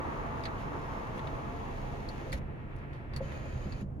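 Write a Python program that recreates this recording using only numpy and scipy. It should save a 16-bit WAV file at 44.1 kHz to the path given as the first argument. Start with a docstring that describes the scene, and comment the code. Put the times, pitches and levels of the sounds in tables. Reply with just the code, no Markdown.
"""A geared motor whirrs as it closes a sunroof, heard inside a parked car.
Friction hisses as the glass slides along its rails and excites the panel's resonances.
The panel clacks into the lifting track, clicks again and presses into its seal, and the motor stops.
Noise from outside fades and dulls as the gap narrows, over a low idling rumble."""
import sys
import numpy as np
from scipy import signal
from scipy.fft import rfft, irfft
from scipy.io import wavfile

SR = 44100
rng = np.random.default_rng(int(sys.argv[2]) if len(sys.argv) > 2 else 0)


def dump_mix(stems):
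    """Bounce the given channels to the path in sys.argv[1] as a 16-bit WAV at rate SR."""
    frames = np.atleast_2d(stems).T  # one column per channel
    limited = np.clip(frames, -1, 1)  # hard clip at full scale
    pcm = np.round(limited * 32767).astype(np.int16)
    wavfile.write(sys.argv[1], SR, pcm)


N = 176400
T, HZ = np.arange(N) / SR, np.fft.rfftfreq(N, 1 / SR)
SHAFT_WANDER = 0.003805  # rms fraction of the motor's speed
RUB_RISE_S, RUB_FALL_S, COAST_S = 0.04, 0.09, 0.057
SEAL_SPAN_S = (3.2, 3.82)

# sound admitted by the gap (time [s], level [dB])
GAP_LEVEL = [(0, -38), (.2, -38.5), (.7, -42), (1.6, -41.5), (1.95, -42.5), (2.3, -45.5), (2.45, -51),
             (4, -88)]
# treble limit of the gap (time [s], cut-off [Hz])
GAP_CUTOFF = [(0, 2400), (1, 1780), (1.6, 1150), (2, 934), (2.35, 716)]
# phase between the channels (frequency [Hz], lead of the left [rad])
PHASE_LEAD = [(0, -4), (60, 0.65), (350, 0.45), (520, 1.5), (720, -1.5), (1500, -2.5), (2300, -3.5),
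              (2800, -6), (4600, -5), (16000, -4.5)]
# balance of the channels (frequency [Hz], left minus right [dB])
STEREO_BALANCE = [(30, -3), (130, -2), (280, .4), (1000, .6), (4000, -.2), (16000, .1)]


def amp(db):
    """Amplitude ratio: tenfold for every 20 dB."""
    return 10 ** (np.asarray(db) / 20)


def unit(x):
    """Normalisation to rms 1."""
    return x / np.sqrt(np.mean(x ** 2) + 1e-20)


def over_hz(points):
    """Interpolation on a log-frequency axis."""
    hz, value = np.transpose(points)
    return np.interp(np.log(HZ + 1), np.log(abs(hz) + 1), value)


def over_time(points):
    """Linear interpolation in time."""
    return np.interp(T, *np.transpose(points))


def drift(rate_hz):
    """Random fluctuation: low-passed noise of rms 1."""
    lowpass = np.exp(-(HZ / rate_hz) ** 2) * (HZ > 0)
    return unit(irfft(rfft(rng.standard_normal(N)) * lowpass, N))


def noise():
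    """Two uncorrelated white noises."""
    return rng.standard_normal((2, N))


def colour(drive, spectrum):
    """Partial coherence: two drives, filtered at constant power, mix into left and right."""
    # likeness of the channels (frequency [Hz], coherence [ratio])
    likeness = [(30, .94), (110, .82), (250, .78), (400, .6), (600, .25), (1000, .42), (1700, .5),
                (2600, .25), (7000, .3), (10500, .75), (16000, 0)]
    common, separate = rfft(drive) * unit(amp(over_hz(spectrum)))
    coherence = np.clip(over_hz(likeness), -1, 1)
    tilt = amp(over_hz(STEREO_BALANCE) / 2)
    right = coherence * common + np.sqrt(1 - coherence ** 2) * separate
    lag = np.exp(-1j * over_hz(PHASE_LEAD))
    return irfft(np.array([common * tilt, right * lag / tilt]), N)


def tones(partials, speed, flutter_db, flutter_hz):
    """Modulation: partials (frequency [Hz], level [dB]) follow one speed, each fluttering on its own."""
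    out, travel = np.zeros((2, N)), np.cumsum(speed) / SR
    for hz, db in partials:
        lead = np.interp(hz, HZ, over_hz(PHASE_LEAD))
        tilt = amp(np.interp(hz, HZ, over_hz(STEREO_BALANCE)) / 2)
        phase = 2 * np.pi * (hz * travel + rng.random()) + flutter_db / 10 * drift(flutter_hz)
        peak = np.sqrt(2) * amp(db + flutter_db * drift(flutter_hz))
        out += peak * np.array([tilt * np.sin(phase), np.sin(phase - lead) / tilt])
    return out


def running(start, end, rise_s, fall_s):
    """Envelope: a linear rise, a hold, then exponential decay of 60 dB in fall_s."""
    return np.clip((T - start) / rise_s, 0, 1) * amp(-60 * np.maximum(T - end, 0) / fall_s)


def struck(blows, modes, rise_s=0.0015):
    """Modal superposition: soft blows (time [s], level [dB]) excite damped sinusoids."""
    out = np.zeros(N)
    for onset, level_db in blows:
        first = round(onset * SR)
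        t = T[:min(SR // 3, N - first)]
        ring = sum(amp(db - 60 * t / t60) * np.sin(2 * np.pi * hz * t) for hz, db, t60 in modes)
        out[first:first + len(t)] += amp(level_db) * (1 - np.exp(-t / rise_s)) * ring
    return out


def motor(shaft_hz=85.6, stop_s=3.822):
    """Periodic excitation: gears buzz and throb with each turn and whine, all louder under load."""
    # motor and gearbox through the headlining (frequency [Hz], relative level [dB])
    housing = [(150, 0.5), (400, 1.5), (1000, -1), (1400, -2), (1560, -8), (1640, 0), (1850, -5),
               (2050, -4.5), (2450, -8.5), (2900, -14), (3500, -21), (5000, -35), (8000, -43.5),
               (16000, -43.5)]
    # gear noise under load (time [s], level [dB])
    effort = [(0, -47.5), (2.25, -49), (2.5, -53.5), (2.8, -51), (3.1, -51.5), (3.3, -48), (3.8, -54)]
    # thin whine (frequency [Hz], level at average load [dB])
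    partials = [(517, -68), (864, -67.5), (1635, -81)]
    speed = 1 + SHAFT_WANDER * drift(5)
    turns = shaft_hz * np.cumsum(speed) / SR
    throb = 1 + 0.04 * np.cos(2 * np.pi * turns)
    teeth = rng.standard_normal((2, round(SR / shaft_hz)))  # the same uneven contact comes round each turn
    positions = np.linspace(0, 1, teeth.shape[1], endpoint=False)
    buzz = np.array([np.interp(turns, positions, row, period=1) for row in teeth])
    load = amp(over_time(effort) + 0.7 * drift(13))
    gears = colour(unit(noise() * throb + amp(-6) * unit(buzz)), housing) * load
    whine = tones(partials, speed, flutter_db=6, flutter_hz=16) * unit(load)
    return (gears + whine) * running(-1, stop_s, 0.01, COAST_S)


def gear_strain():
    """Gear tones under load: a wavering whine while the glass is pressed into its seal."""
    # loaded gears (frequency [Hz], level [dB])
    partials = [(2440, -68), (2640, -74.5), (3060, -78)]
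    whine = tones(partials, 1 + SHAFT_WANDER * drift(8.8), flutter_db=5, flutter_hz=25)
    return whine * running(*SEAL_SPAN_S, RUB_RISE_S, COAST_S)


def latch_clicks(rise_s=0.0012, crack_s=0.00093):
    """Impact excitation: a crack and a short rattle sound in frame, contact and a ringing metal guide."""
    # guide and latch impacts (time [s], frame level [dB], guide level [dB], guide pitch [Hz],
    # contact level [dB], T60 [s])
    impacts = [(0.4352, -46, -51, 3720, -64, 0.047), (0.436, -60, -47, 4750, -70, 0.068),
               (0.4527, -37.5, -43.5, 3860, -66, 0.079), (0.455, -47.5, -46, 4530, -75, .07),
               (1.178, -47, -55, 3260, -62, 0.046), (1.192, -42, -53, 3380, -72, 0.042),
               (1.272, -41.5, -53, 3650, -73, 0.051), (2.088, -58, -43.5, 4400, -57, 0.052),
               (2.3205, -50, -46, 4360, -56, 0.058), (2.3272, -35.5, -50, 4230, -47.5, 0.095),
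               (2.376, -53, -68, 4500, -63, 0.056), (2.7618, -67, -75, 4500, -69, 0.072),
               (2.783, -62, -74, 4500, -77, 0.13), (2.93, -57, -73, 4500, -76.5, 0.32),
               (3.135, -49, -55.5, 4570, -70, 0.1), (3.1619, -43, -43.5, 4460, -49, 0.074),
               (3.32, -47.5, -64, 3600, -68, 0.079), (3.722, -50, -48.5, 4500, -83, 0.07),
               (3.81, -58, -70, 4500, -67, 0.077)]
    # frame response (frequency [Hz], relative level [dB])
    frame_spectrum = [(200, 0.5), (600, -2.5), (1000, 4.5), (1650, 3.5), (1880, 11.5), (2150, 6.5),
                      (2400, 4), (2900, -4), (3700, -1), (4600, -10.5), (5200, -12.5), (16000, -45)]
    # snap of the contact (frequency [Hz], relative level [dB])
    contact_spectrum = [(2500, -27), (5500, 6), (8500, -5.5), (10300, 6.5), (12000, -5.5), (16000, -7.5)]
    # guide resonance (frequency over pitch [ratio], relative level [dB])
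    guide_peak = [(.4, -36), (.8, -21), (.93, -8), (1, 0), (1.06, -6), (1.14, -20), (3.5, -48)]
    out = np.zeros((2, N))
    frame, contact = colour(noise(), frame_spectrum), colour(noise(), contact_spectrum)
    for onset, frame_db, guide_db, guide_hz, contact_db, t60 in impacts:
        guide = colour(noise(), [(guide_hz * ratio, db) for ratio, db in guide_peak])
        rattle = amp(frame_db) * frame + amp(guide_db) * guide + amp(contact_db) * contact
        first = round(onset * SR)
        t = T[:min(SR // 4, N - first)]
        span = slice(first, first + len(t))
        envelope = np.minimum(t / rise_s, 1) * (amp(-60 * t / t60) + 0.6 * np.exp(-t / crack_s))
        out[:, span] += envelope * rattle[:, span]
    return out


def glass_judder():
    """Free vibration: the glass rings after each jolt on the lifting ramp and the seal."""
    # jolts (time [s], level [dB])
    jolts = [(2.272, -42), (2.293, -42), (2.333, -39.5), (3.2005, -48), (3.2065, -30), (3.455, -44)]
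    # glass modes (frequency [Hz], gain [dB], T60 [s])
    modes = [(370, -15, 0.05), (540, 2.5, 0.1), (645, -7, 0.088), (820, -3, 0.02)]
    return struck(jolts, modes) * amp([[1], [-1]])


def seating_thuds():
    """Damped low modes: the roof booms and the headlining knocks as the panel lands and seats."""
    # blows (time [s], roof level [dB], headlining level [dB])
    blows = [(2.33, -58, -35), (2.342, -35.5, -39), (2.425, -37.5, -64), (3.14, -37, -56),
             (3.162, -33.5, -52), (3.206, -63, -38), (3.244, -34.5, -40), (3.545, -34, -43),
             (3.657, -37, -36), (3.816, -41, -32.5), (3.859, -37, -56)]
    # roof modes (frequency [Hz], gain [dB], T60 [s])
    roof_modes = [(72.5, 5.2, 0.13), (127.8, 1.5, 0.23)]
    # headlining modes (frequency [Hz], gain [dB], T60 [s])
    lining_modes = [(198.6, 2.5, 0.18), (256.4, -7.5, .14), (328, -9, 0.14), (550, -14, 0.091)]
    boom = struck([(onset, db) for onset, db, _ in blows], roof_modes)
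    knock = struck([(onset, db) for onset, _, db in blows], lining_modes)
    return boom * amp([[-1], [1]]) + knock


def rub(span_s, spectrum, level_db, catches_per_s=560, spread_db=6.5):
    """Friction noise: a smooth hiss with tiny random catches in it."""
    catches = rng.random(N) < catches_per_s / SR
    strength = amp(spread_db * np.minimum(rng.exponential(1, N), 3))
    drive = 0.75 * noise() + 0.25 * unit(catches * strength * noise())
    hiss = colour(unit(drive), spectrum) * amp(level_db + 0.6 * drift(11))
    return hiss * running(*span_s, RUB_RISE_S, RUB_FALL_S)


def sliding():
    """Dry friction: the glass slides along its rails and later rubs on its seal."""
    # rail friction (frequency [Hz], relative level [dB])
    rail = [(500, -9), (1500, 6), (2500, 2.5), (3300, -1.5), (4200, -4.5), (5500, -9.5), (6700, -6.5),
            (7600, -19), (10500, -16.5), (13000, -20), (16000, -26)]
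    # seal friction (frequency [Hz], relative level [dB])
    seal = [(300, -36), (500, 19.5), (750, 6.5), (1500, 3.5), (2600, -3), (3600, -7), (4600, -6.5),
            (5800, -16), (6700, -3), (7600, -24.5), (10500, -20), (16000, -31)]
    return rub((-0.1, 2.383), rail, level_db=-57.5) + rub(SEAL_SPAN_S, seal, level_db=-51.5)


def panel_drone(pitch_wander=0.025):
    """Resonance: sliding stirs wavering bands in the panel, which fade and dull as the gap narrows."""
    # panel resonances (frequency [Hz], width [Hz], relative level [dB])
    resonances = [(467, 32, -55.5), (668.7, 10.4, -53.5), (868, 20, -54), (975, 61, -59), (1138, 28, -56)]
    out = np.zeros((2, N))
    for hz, width_hz, db in resonances:
        response = 1 / (1 + (2 * (HZ - hz) / width_hz) ** 2)
        band = unit(irfft(rfft(noise()) * response, N))
        waver = np.exp(2j * np.pi * np.cumsum(hz * pitch_wander * drift(3.03)) / SR)
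        dulling = 1 / np.sqrt(1 + (hz / over_time(GAP_CUTOFF)) ** 6.6)
        out += (signal.hilbert(band) * waver).real * dulling * amp(db - 2.5 + drift(26))
    return out * unit(amp(over_time(GAP_LEVEL)))


def guide_squeal(hz=5270, level_db=-78):
    """Friction tone: one guide sings faintly on its rail."""
    note = tones([(hz, level_db)], np.ones(N), flutter_db=2, flutter_hz=20)
    return note * running(0.59, 1, RUB_RISE_S, RUB_FALL_S)


def outside_noise():
    """Transmission through an aperture: the narrowing gap lets in ever softer, duller noise."""
    # outside noise with the roof open (frequency [Hz], relative level [dB])
    spectrum = [(120, -3.5), (190, -3), (255, 1.5), (340, -3.5), (450, -2), (560, -5.5), (680, -6),
                (780, -3.5), (880, -0.5), (1200, -2.5), (1500, -11), (2200, -17), (4000, -50), (16000, -62)]
    hz, t, frames = signal.stft(colour(noise(), spectrum), SR, nperseg=1024)
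    cutoff_hz = np.interp(t, *np.transpose(GAP_CUTOFF))
    frames /= np.sqrt(1 + (hz[:, None] / cutoff_hz) ** 8.3)  # 25 dB per octave
    admitted = signal.istft(frames, SR, nperseg=1024)[1][:, :N]
    return admitted * amp(over_time(GAP_LEVEL) + 1.4 * drift(22))


def cabin_rumble():
    """Line spectrum over broadband noise: an idling hum booms in a dull rumble."""
    # hum, likely of an idling engine (frequency [Hz], level [dB])
    partials = [(31.3, -52.5), (73, -52), (92, -52), (123, -49.5), (146, -50.5), (207, -57)]
    # cabin rumble (frequency [Hz], relative level [dB])
    spectrum = [(15, -29), (30, 2.5), (42, 0), (65, -2), (135, -7.5), (172, -11), (250, -9.5), (380, -14.5),
                (600, -20.5), (2000, -40), (4000, -62.5), (16000, -68.5)]
    # swells of the rumble (time [s], level [dB])
    swells = [(0, -44.5), (2.2, -45.5), (2.38, -41.5), (2.65, -44.5), (3.1, -45), (3.45, -41.5),
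              (3.62, -43), (4, -42.5)]
    hum = tones(partials, 1 + 0.01444 * drift(3.8), flutter_db=2.5, flutter_hz=15.5)
    return hum + colour(noise(), spectrum) * amp(over_time(swells))


def scene():
    """Superposition: the pressures of all sources add in the cabin."""
    background = cabin_rumble() + outside_noise()
    mechanism = motor() + gear_strain() + sliding() + panel_drone() + guide_squeal()
    impacts = latch_clicks() + glass_judder() + seating_thuds()
    return mechanism + impacts + background


def record(dry, cutoff_hz=15900):
    """Band limiting: a linear-phase low-pass removes the highest treble."""
    lowpass = signal.firwin(511, cutoff_hz, window=("kaiser", 9), fs=SR)
    return signal.oaconvolve(dry, lowpass[None], "same")


dry = scene()
out = record(dry)
dump_mix(out)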